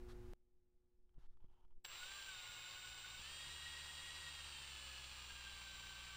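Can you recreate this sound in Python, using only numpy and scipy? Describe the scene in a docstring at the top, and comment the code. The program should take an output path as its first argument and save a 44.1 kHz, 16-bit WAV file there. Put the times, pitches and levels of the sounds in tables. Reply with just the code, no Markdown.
"""Cordless drill running free in a workshop

A humming room sound drops away abruptly; a brushless drill is shifted in the hand, starts with a clack of
gear slack and spins a reamer freely on a long extension shaft at part throttle. Noise through housing
resonances makes the gear rattle; sines locked to the motor's rotation make the whine, gear mesh and carrier
drone; high sidebands of the chopping rate are the singing motor current. Both channels are the same."""
import sys
import numpy as np
from scipy import signal
from scipy.fft import rfft, irfft
from scipy.io import wavfile

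SR = 44100
rng = np.random.default_rng(int(sys.argv[2]) if len(sys.argv) > 2 else 0)


def dump(signal):
    """Clip the signal to [-1, 1] and save it as 16-bit WAV at the path in sys.argv[1]."""
    limited = np.clip(np.atleast_2d(signal).T, -1, 1)
    pcm = np.round(limited * 32767).astype(np.int16)
    wavfile.write(sys.argv[1], SR, pcm)


N = 272052
TIME = np.arange(N) / SR
BINS_HZ = np.maximum(np.arange(N // 2 + 1) * SR / N, 1)
START_S = 1.84
CRUISE_HZ = 400   # motor turns per second at which the speed-dependent levels are stated
GEAR_RATIO, SPINDLE_RATIO = 6.452, 38.3   # motor turns per carrier turn and per spindle turn


def from_db(db):
    """A level in decibels is a logarithmic amplitude ratio; return the gain."""
    return 10 ** (np.asarray(db) / 20)


def rms_one(x):
    """Normalization: divide by the root mean square for unit power."""
    return x / np.sqrt(np.mean(x ** 2) + 1e-20)


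def at_hz(points, hz):
    """Spectral envelope: interpolate levels in dB along a log-frequency axis."""
    known_hz, db = np.transpose(points)
    return np.interp(np.log(np.maximum(hz, 1)), np.log(known_hz), db)


def colour(x, db):
    """Minimum-phase filtering: a folded cepstrum gives a causal response that keeps white-noise power."""
    cepstrum = irfft(np.log(rms_one(from_db(db))), N)
    cepstrum[1:N // 2] *= 2
    cepstrum[N // 2 + 1:] = 0
    return irfft(rfft(x) * np.exp(rfft(cepstrum)), N)


def noise(points):
    """Filtered white noise: a random signal of about unit power with the given spectrum."""
    return colour(rng.standard_normal(N), at_hz(points, BINS_HZ))


def drift(rate_hz):
    """Low-pass noise: random motion of unit rms, mostly slower than rate_hz."""
    spectrum = rfft(rng.standard_normal(N)) / (1 + (BINS_HZ / rate_hz) ** 2)
    return rms_one(irfft(spectrum, N))


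def sine(turns):
    """Simple harmonic motion: a sine of a phase given in turns."""
    return np.sin(2 * np.pi * turns)


def decays(events, t60):
    """Exponential decay: each event adds a jump that falls by 60 dB in t60 seconds."""
    clicks = np.zeros(N)
    for s, db in events:
        clicks[int(s * SR)] += from_db(db)
    return signal.lfilter([1], [1, -from_db(-60 / (t60 * SR))], clicks + 1e-18)


def strokes(rows, attack_s, release_s):
    """Amplitude envelope of hand movements: each swells, holds for its length and fades."""
    envelope = 0
    for s, length, db in rows:
        corners_s = [s - attack_s, s, s + length, s + length + release_s]
        envelope = envelope + from_db(db) * np.interp(TIME, corners_s, [0, 1, 1, 0])
    return envelope


def workshop(drop_s=.335, lowest_hz=16, loud_db=-39.3, quiet_db=-72.5, hum_drop_db=-26.5):
    """Superposition: broadband room noise and mains harmonics add, loud at first, then abruptly faint."""
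    # room spectra before and after the drop: frequency_hz, relative_db
    loud_room = [(6, 2.5), (20, -18), (40, -22.5), (70, -26), (100, -30), (150, -43), (400, -53),
                 (1400, -56), (2500, -62.5), (4000, -67), (8000, -71.5), (15000, -76)]
    quiet_room = [(12, 1), (30, -9), (60, -12.5), (130, -27), (300, -35), (600, -43.5), (2000, -53),
                  (15000, -62)]
    # mains hum before the drop: frequency_hz, rms_db
    mains = [(60, -70), (240, -69.5), (360, -61.5), (480, -77), (720, -88), (840, -82.5)]
    # sharp click as the room sound drops: start_s, level_db
    drop_click = [(.335, -45)]
    loud = np.clip((drop_s - TIME) * 1000, 0, 1)   # falls within the last millisecond
    hum = np.sqrt(2) * sum(from_db(db) * sine(hz * TIME + rng.random()) for hz, db in mains)
    rumble = irfft(rfft(noise(loud_room)) * (BINS_HZ > lowest_hz), N)
    before = from_db(loud_db) * rumble + hum
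    after = from_db(quiet_db) * noise(quiet_room) + from_db(hum_drop_db) * hum
    return loud * before + (1 - loud) * after + decays(drop_click, t60=0.0044)


def handling(grain_db=2.0, thud_cut_hz=260):
    """Friction and impact: the hand sways the tool, rubs and scuffs the grip and knocks it softly."""
    # bright scuffs, swings of the tool and palm rubs on the grip: start_s, length_s, level_db
    scuff_strokes = [(0.09, 0.031, -66), (1.19, 0.074, -84), (1.29, 0.047, -91.5), (1.52, .012, -91)]
    sway_strokes = [(1.0, .1, -66), (1.17, 0.016, -43), (1.24, .3, -52.5), (1.63, 0.14, -55.5),
                    (1.87, 0.2, -62)]
    rub_strokes = [(1.15, 0.038, -89.5), (1.22, 0.037, -83.5), (1.41, .05, -87), (1.5, .15, -84),
                   (1.71, .015, -87)]
    # light ticks of the grip, and soft knocks ahead of their band-pass: start_s, level_db
    ticks = [(1.093, -77), (1.143, -80), (1.372, -72.5), (1.405, -83), (1.444, -79), (1.484, -84),
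             (1.681, -82), (1.708, -82)]
    bumps = [(1.183, -51.5), (1.444, -52), (1.78, -63), (2.495, -55), (3.195, -51.5), (3.472, -53.5)]
    # spectra of scuffing and rubbing: frequency_hz, relative_db
    scuff_spectrum = [(800, 3.5), (1400, 7.5), (2400, -3), (3800, 0.5), (7000, -9.5), (12500, -16.5),
                      (15000, -33)]
    rub_spectrum = [(350, -9.5), (660, -13.5), (800, -2), (900, 1.5), (1080, -10), (1340, -9.5),
                    (1700, -20.5), (2500, -20.5), (3150, -12), (3700, -25.5), (4800, -28), (14000, -37)]
    sway_spectrum = [(3, -3.0), (12, 4.0), (25, -15.0), (60, -30.5), (150, -42.0), (600, -74.5), (4000, -110)]

    scuffs = strokes(scuff_strokes, attack_s=0.011, release_s=0.017) * noise(scuff_spectrum)
    sway = strokes(sway_strokes, attack_s=.025, release_s=0.034) * noise(sway_spectrum)
    rub = strokes(rub_strokes, attack_s=.018, release_s=0.016) * from_db(grain_db * drift(60))
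    rub = rub + decays(ticks, t60=0.015)   # the ticks share the colour of the rubbing
    thud_band = signal.butter(1, [25, thud_cut_hz], "band", fs=SR, output="sos")
    thuds = signal.sosfilt(thud_band, decays(bumps, t60=0.078))
    return sway + rub * noise(rub_spectrum) + scuffs + thuds


def motor(spin_up_s=.06):
    """Rotational inertia: a first-order lag smooths the trigger's moves into speed in turns per second."""
    # trigger finger: time_s, asked_turns_per_s
    trigger = [(1.84, 445), (2.0, 359), (2.074, 402.8), (2.217, 389.6), (2.349, 352.7), (2.674, 365.3),
               (3.18, 367.5), (3.19, 467.5), (3.776, 471), (3.905, 466.1), (4.101, 476.8), (4.495, 452.6),
               (4.772, 421.6), (5.009, 419.4), (5.266, 399.5), (5.643, 385), (6.17, 384.5)]
    known_s, known_speed = np.transpose(trigger)
    asked = np.interp(TIME, known_s, known_speed) * (TIME > START_S)
    keep = np.exp(-1 / (spin_up_s * SR))
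    return signal.lfilter([1 - keep], [1, -keep], asked)


def with_speed(speed, db, rise_db):
    """Power law: level changes by rise_db per doubling of speed, down to half the cruising speed."""
    return from_db(db + rise_db * np.log2(np.maximum(speed / CRUISE_HZ, .5)))


def strain(settle_s=0.73):
    """Exponential relaxation: extra load on the gears is 1 until the start, then dies away."""
    return np.exp(-np.maximum(TIME - START_S, 0) / settle_s)


def switching(speed, turns, level_db=-63.5, chop_hz=7737, waver_db=0.9, fade_db_per_s=1.0, strain_db=2.0):
    """Modulation sidebands: chopped current sings around multiples of its rate, slowly growing fainter."""
    # switching tones: chop_multiple, offset_motor_multiples, relative_db, rise_db_per_doubling of speed
    sidebands = [(1, -1, .5, -1), (1, 1, -2, 14), (1, 0, -15, -4), (2, -1, -8.5, -6), (1, -2, -14, 1),
                 (1, -5, -16, 1), (1, -8, -11.5, 24), (1, -11, -4.5, -20), (1, -13, -11, -20)]
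    spun_up = np.interp(speed, [310, 355], [0, 1])
    out = 0
    for chops, offset, db, rise_db in sidebands:
        chops, offset = round(chops), round(offset)
        gain = with_speed(speed, level_db + db + waver_db * drift(11), rise_db)
        if abs(offset) > 1:   # far sidebands need a rotor that is up to speed, and grow with the load
            gain = gain * spun_up * from_db(strain_db * strain())
        out = out + gain * sine(chops * chop_hz * TIME + offset * turns + rng.random())
    return out * from_db(-fade_db_per_s * (TIME - TIME.mean()))


def housing(force):
    """Resonance: the plastic shell and gear case colour whatever shakes them."""
    # broad colour of the gearbox: frequency_hz, relative_db
    shell = [(100, -6), (200, -19.5), (400, -13), (700, -13), (900, -6.5), (2000, -6), (3000, -1.5),
             (4500, -7), (6500, -14.5), (8500, -17.5), (10500, -26.5), (14000, -32.5)]
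    # housing resonances above the broad colour: frequency_hz, width_hz, boost_db
    resonances = [(541, 48, 6), (880, 138, 2), (1176, 259, 2.5), (1610, 150, 4), (2160, 58, 4),
                  (2440, 60, 3), (2670, 90, 6), (2895, 120, 6), (3745, 85, 3), (3965, 150, 6),
                  (4620, 400, 5), (5810, 520, 5)]
    peaks_db = sum(db / (1 + (2 * (BINS_HZ - hz) / width) ** 2) for hz, width, db in resonances)
    return colour(force, at_hz(shell, BINS_HZ) + peaks_db)


def gears(speed, turns, level_db=-59, rise_db=1.5, contacts_per_turn=18, size_db=1.0, throb_db=-0.5,
          sway_db=-0.05, strain_db=2.0):
    """Random impacts: teeth and bearings chatter, harder under starting load, with blurred partials."""
    # gear slack taken up at the start: start_s, level_db
    clacks = [(1.8455, -64), (1.8477, -47), (1.851, -48), (1.8535, -60), (1.861, -52)]
    # rough partials of the gear train: motor_multiple, level_db relative to the rattle, blur_hz
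    whirr = [(3, -21, 12), (6.05, -17, 150), (8.4, -18, 110), (10.1, -21, 60), (11, -22, 30)]
    touches = rng.random(N) < contacts_per_turn * speed / SR
    sizes = rng.standard_normal(N) * from_db(size_db * rng.standard_normal(N))
    force = rms_one(touches * sizes * from_db(throb_db * sine(turns)))   # loose teeth land with uneven force
    for multiple, db, blur_hz in whirr:
        phase = 2 * np.pi * multiple * turns
        force = force + from_db(db) * (drift(blur_hz) * np.sin(phase) + drift(blur_hz) * np.cos(phase))
    load_db = sway_db * sine(turns / SPINDLE_RATIO)   # the long shaft runs slightly out of true
    load_db = load_db + strain_db * strain()
    engaged = np.clip(speed / 280, 0, 1)
    rattle = force * engaged * with_speed(speed, level_db + load_db, rise_db)
    slack = decays(clacks, t60=0.021) * rng.standard_normal(N)
    return housing(rattle + slack)


def mesh(speed, turns, base_db=-61.5, teeth=26, swell_db=1.5, rough_db=4.0, slip=0.08, strain_db=5.0):
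    """Tooth-passing tone: swells each spindle turn, under load and at resonances; tooth play makes it waver."""
    # how well the gear case radiates the mesh tone: frequency_hz, relative_db
    mesh_body = [(1380, -6), (1460, -4.5), (1560, -2), (1670, -7.5), (1850, -6), (1900, -1)]
    per_turn = teeth / GEAR_RATIO
    level_db = base_db + at_hz(mesh_body, per_turn * speed) + strain_db * strain()
    level_db = level_db + swell_db * sine(turns / SPINDLE_RATIO) + rough_db * drift(27)
    return from_db(level_db) * sine(per_turn * turns + slip * drift(18))   # slip in turns


def whine(speed, turns, base_db=-59.5, rough_db=2.0, slip=0.13):
    """Forced vibration: motor partials swell and fade as they cross the resonances of the case."""
    # motor and bearing partials: motor_multiple, relative_db
    partials = [(2.08, -7), (3, -7.5), (6.1, -3.5), (7, 0), (8, -4.5), (10, -3.5), (10.14, -11)]
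    # how well the motor case radiates them: frequency_hz, relative_db
    whine_body = [(1100, -12.5), (1260, -7.5), (1400, -26), (2300, -6.5), (2520, -9), (2720, -8),
                  (2950, -2.5), (3150, -.5), (3380, -0.5), (3650, -2), (3760, 2.5), (3880, -7), (4700, -6)]
    out = 0
    for multiple, db in partials:
        level_db = base_db + db + at_hz(whine_body, multiple * speed) + rough_db * drift(27)
        out = out + from_db(level_db) * sine(multiple * turns + slip * drift(26))   # slip in turns
    return out


def drone(speed, turns, base_db=-65.5, rise_db=2, waver_db=2.1, early_db=-11.5, build_s=1.64):
    """Rotating unbalance: the planet carrier shakes the whole tool, building up after the start."""
    # drone of the turning carrier: carrier_multiple, relative_db
    harmonics = [(1, 2.5), (2, -3.5), (3, -12.5), (4, -12.5), (5, -15)]
    # how well the tool radiates that drone: frequency_hz, relative_db
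    drone_body = [(56, -3), (62, 2.5), (75, -2), (113, -0.5), (125, -4), (150, -3), (180, 3), (220, -11),
                  (300, -4.5)]
    out = 0
    for multiple, db in harmonics:
        per_turn = round(multiple) / GEAR_RATIO
        level_db = db + at_hz(drone_body, per_turn * speed) + waver_db * drift(27)
        out = out + from_db(level_db) * sine(per_turn * turns + rng.random())
    build_db = np.interp(TIME, [START_S, START_S + build_s], [early_db, 0])
    return with_speed(speed, base_db + build_db, rise_db) * out


def air(speed, turns, level_db=-77, rise_db=15, throb_db=6.0):
    """Flow noise: the fan on the motor shaft pushes air through the vents, throbbing once a turn."""
    # cooling air: frequency_hz, relative_db
    air_spectrum = [(2000, -15.5), (5000, -15.5), (8500, -2.5), (10300, -10), (12000, -14), (16000, -24)]
    return with_speed(speed, level_db + throb_db * sine(turns), rise_db) * noise(air_spectrum)


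def scene():
    """Common excitation: motor speed drives every part of the drill, beside the hand and the room."""
    room = workshop()
    hand = handling()
    speed = motor()
    turns = np.cumsum(speed) / SR
    powered = np.clip((TIME - START_S) / 0.0069, 0, 1)   # the current builds up within milliseconds
    turning = np.clip(speed / 355, 0, 1) ** 6   # moving parts are quiet until the rotor runs
    moving_parts = mesh(speed, turns) + whine(speed, turns) + drone(speed, turns) + air(speed, turns)
    drill = powered * switching(speed, turns) + gears(speed, turns) + turning * moving_parts
    return np.tile(drill + hand + room, (2, 1))


def record(dry, cutoff_hz=15700):
    """Band limiting: a steep elliptic low-pass removes the top."""
    return signal.sosfilt(signal.ellip(10, .1, 80, cutoff_hz, fs=SR, output="sos"), dry)


dry = scene()
out = record(dry)
dump(out)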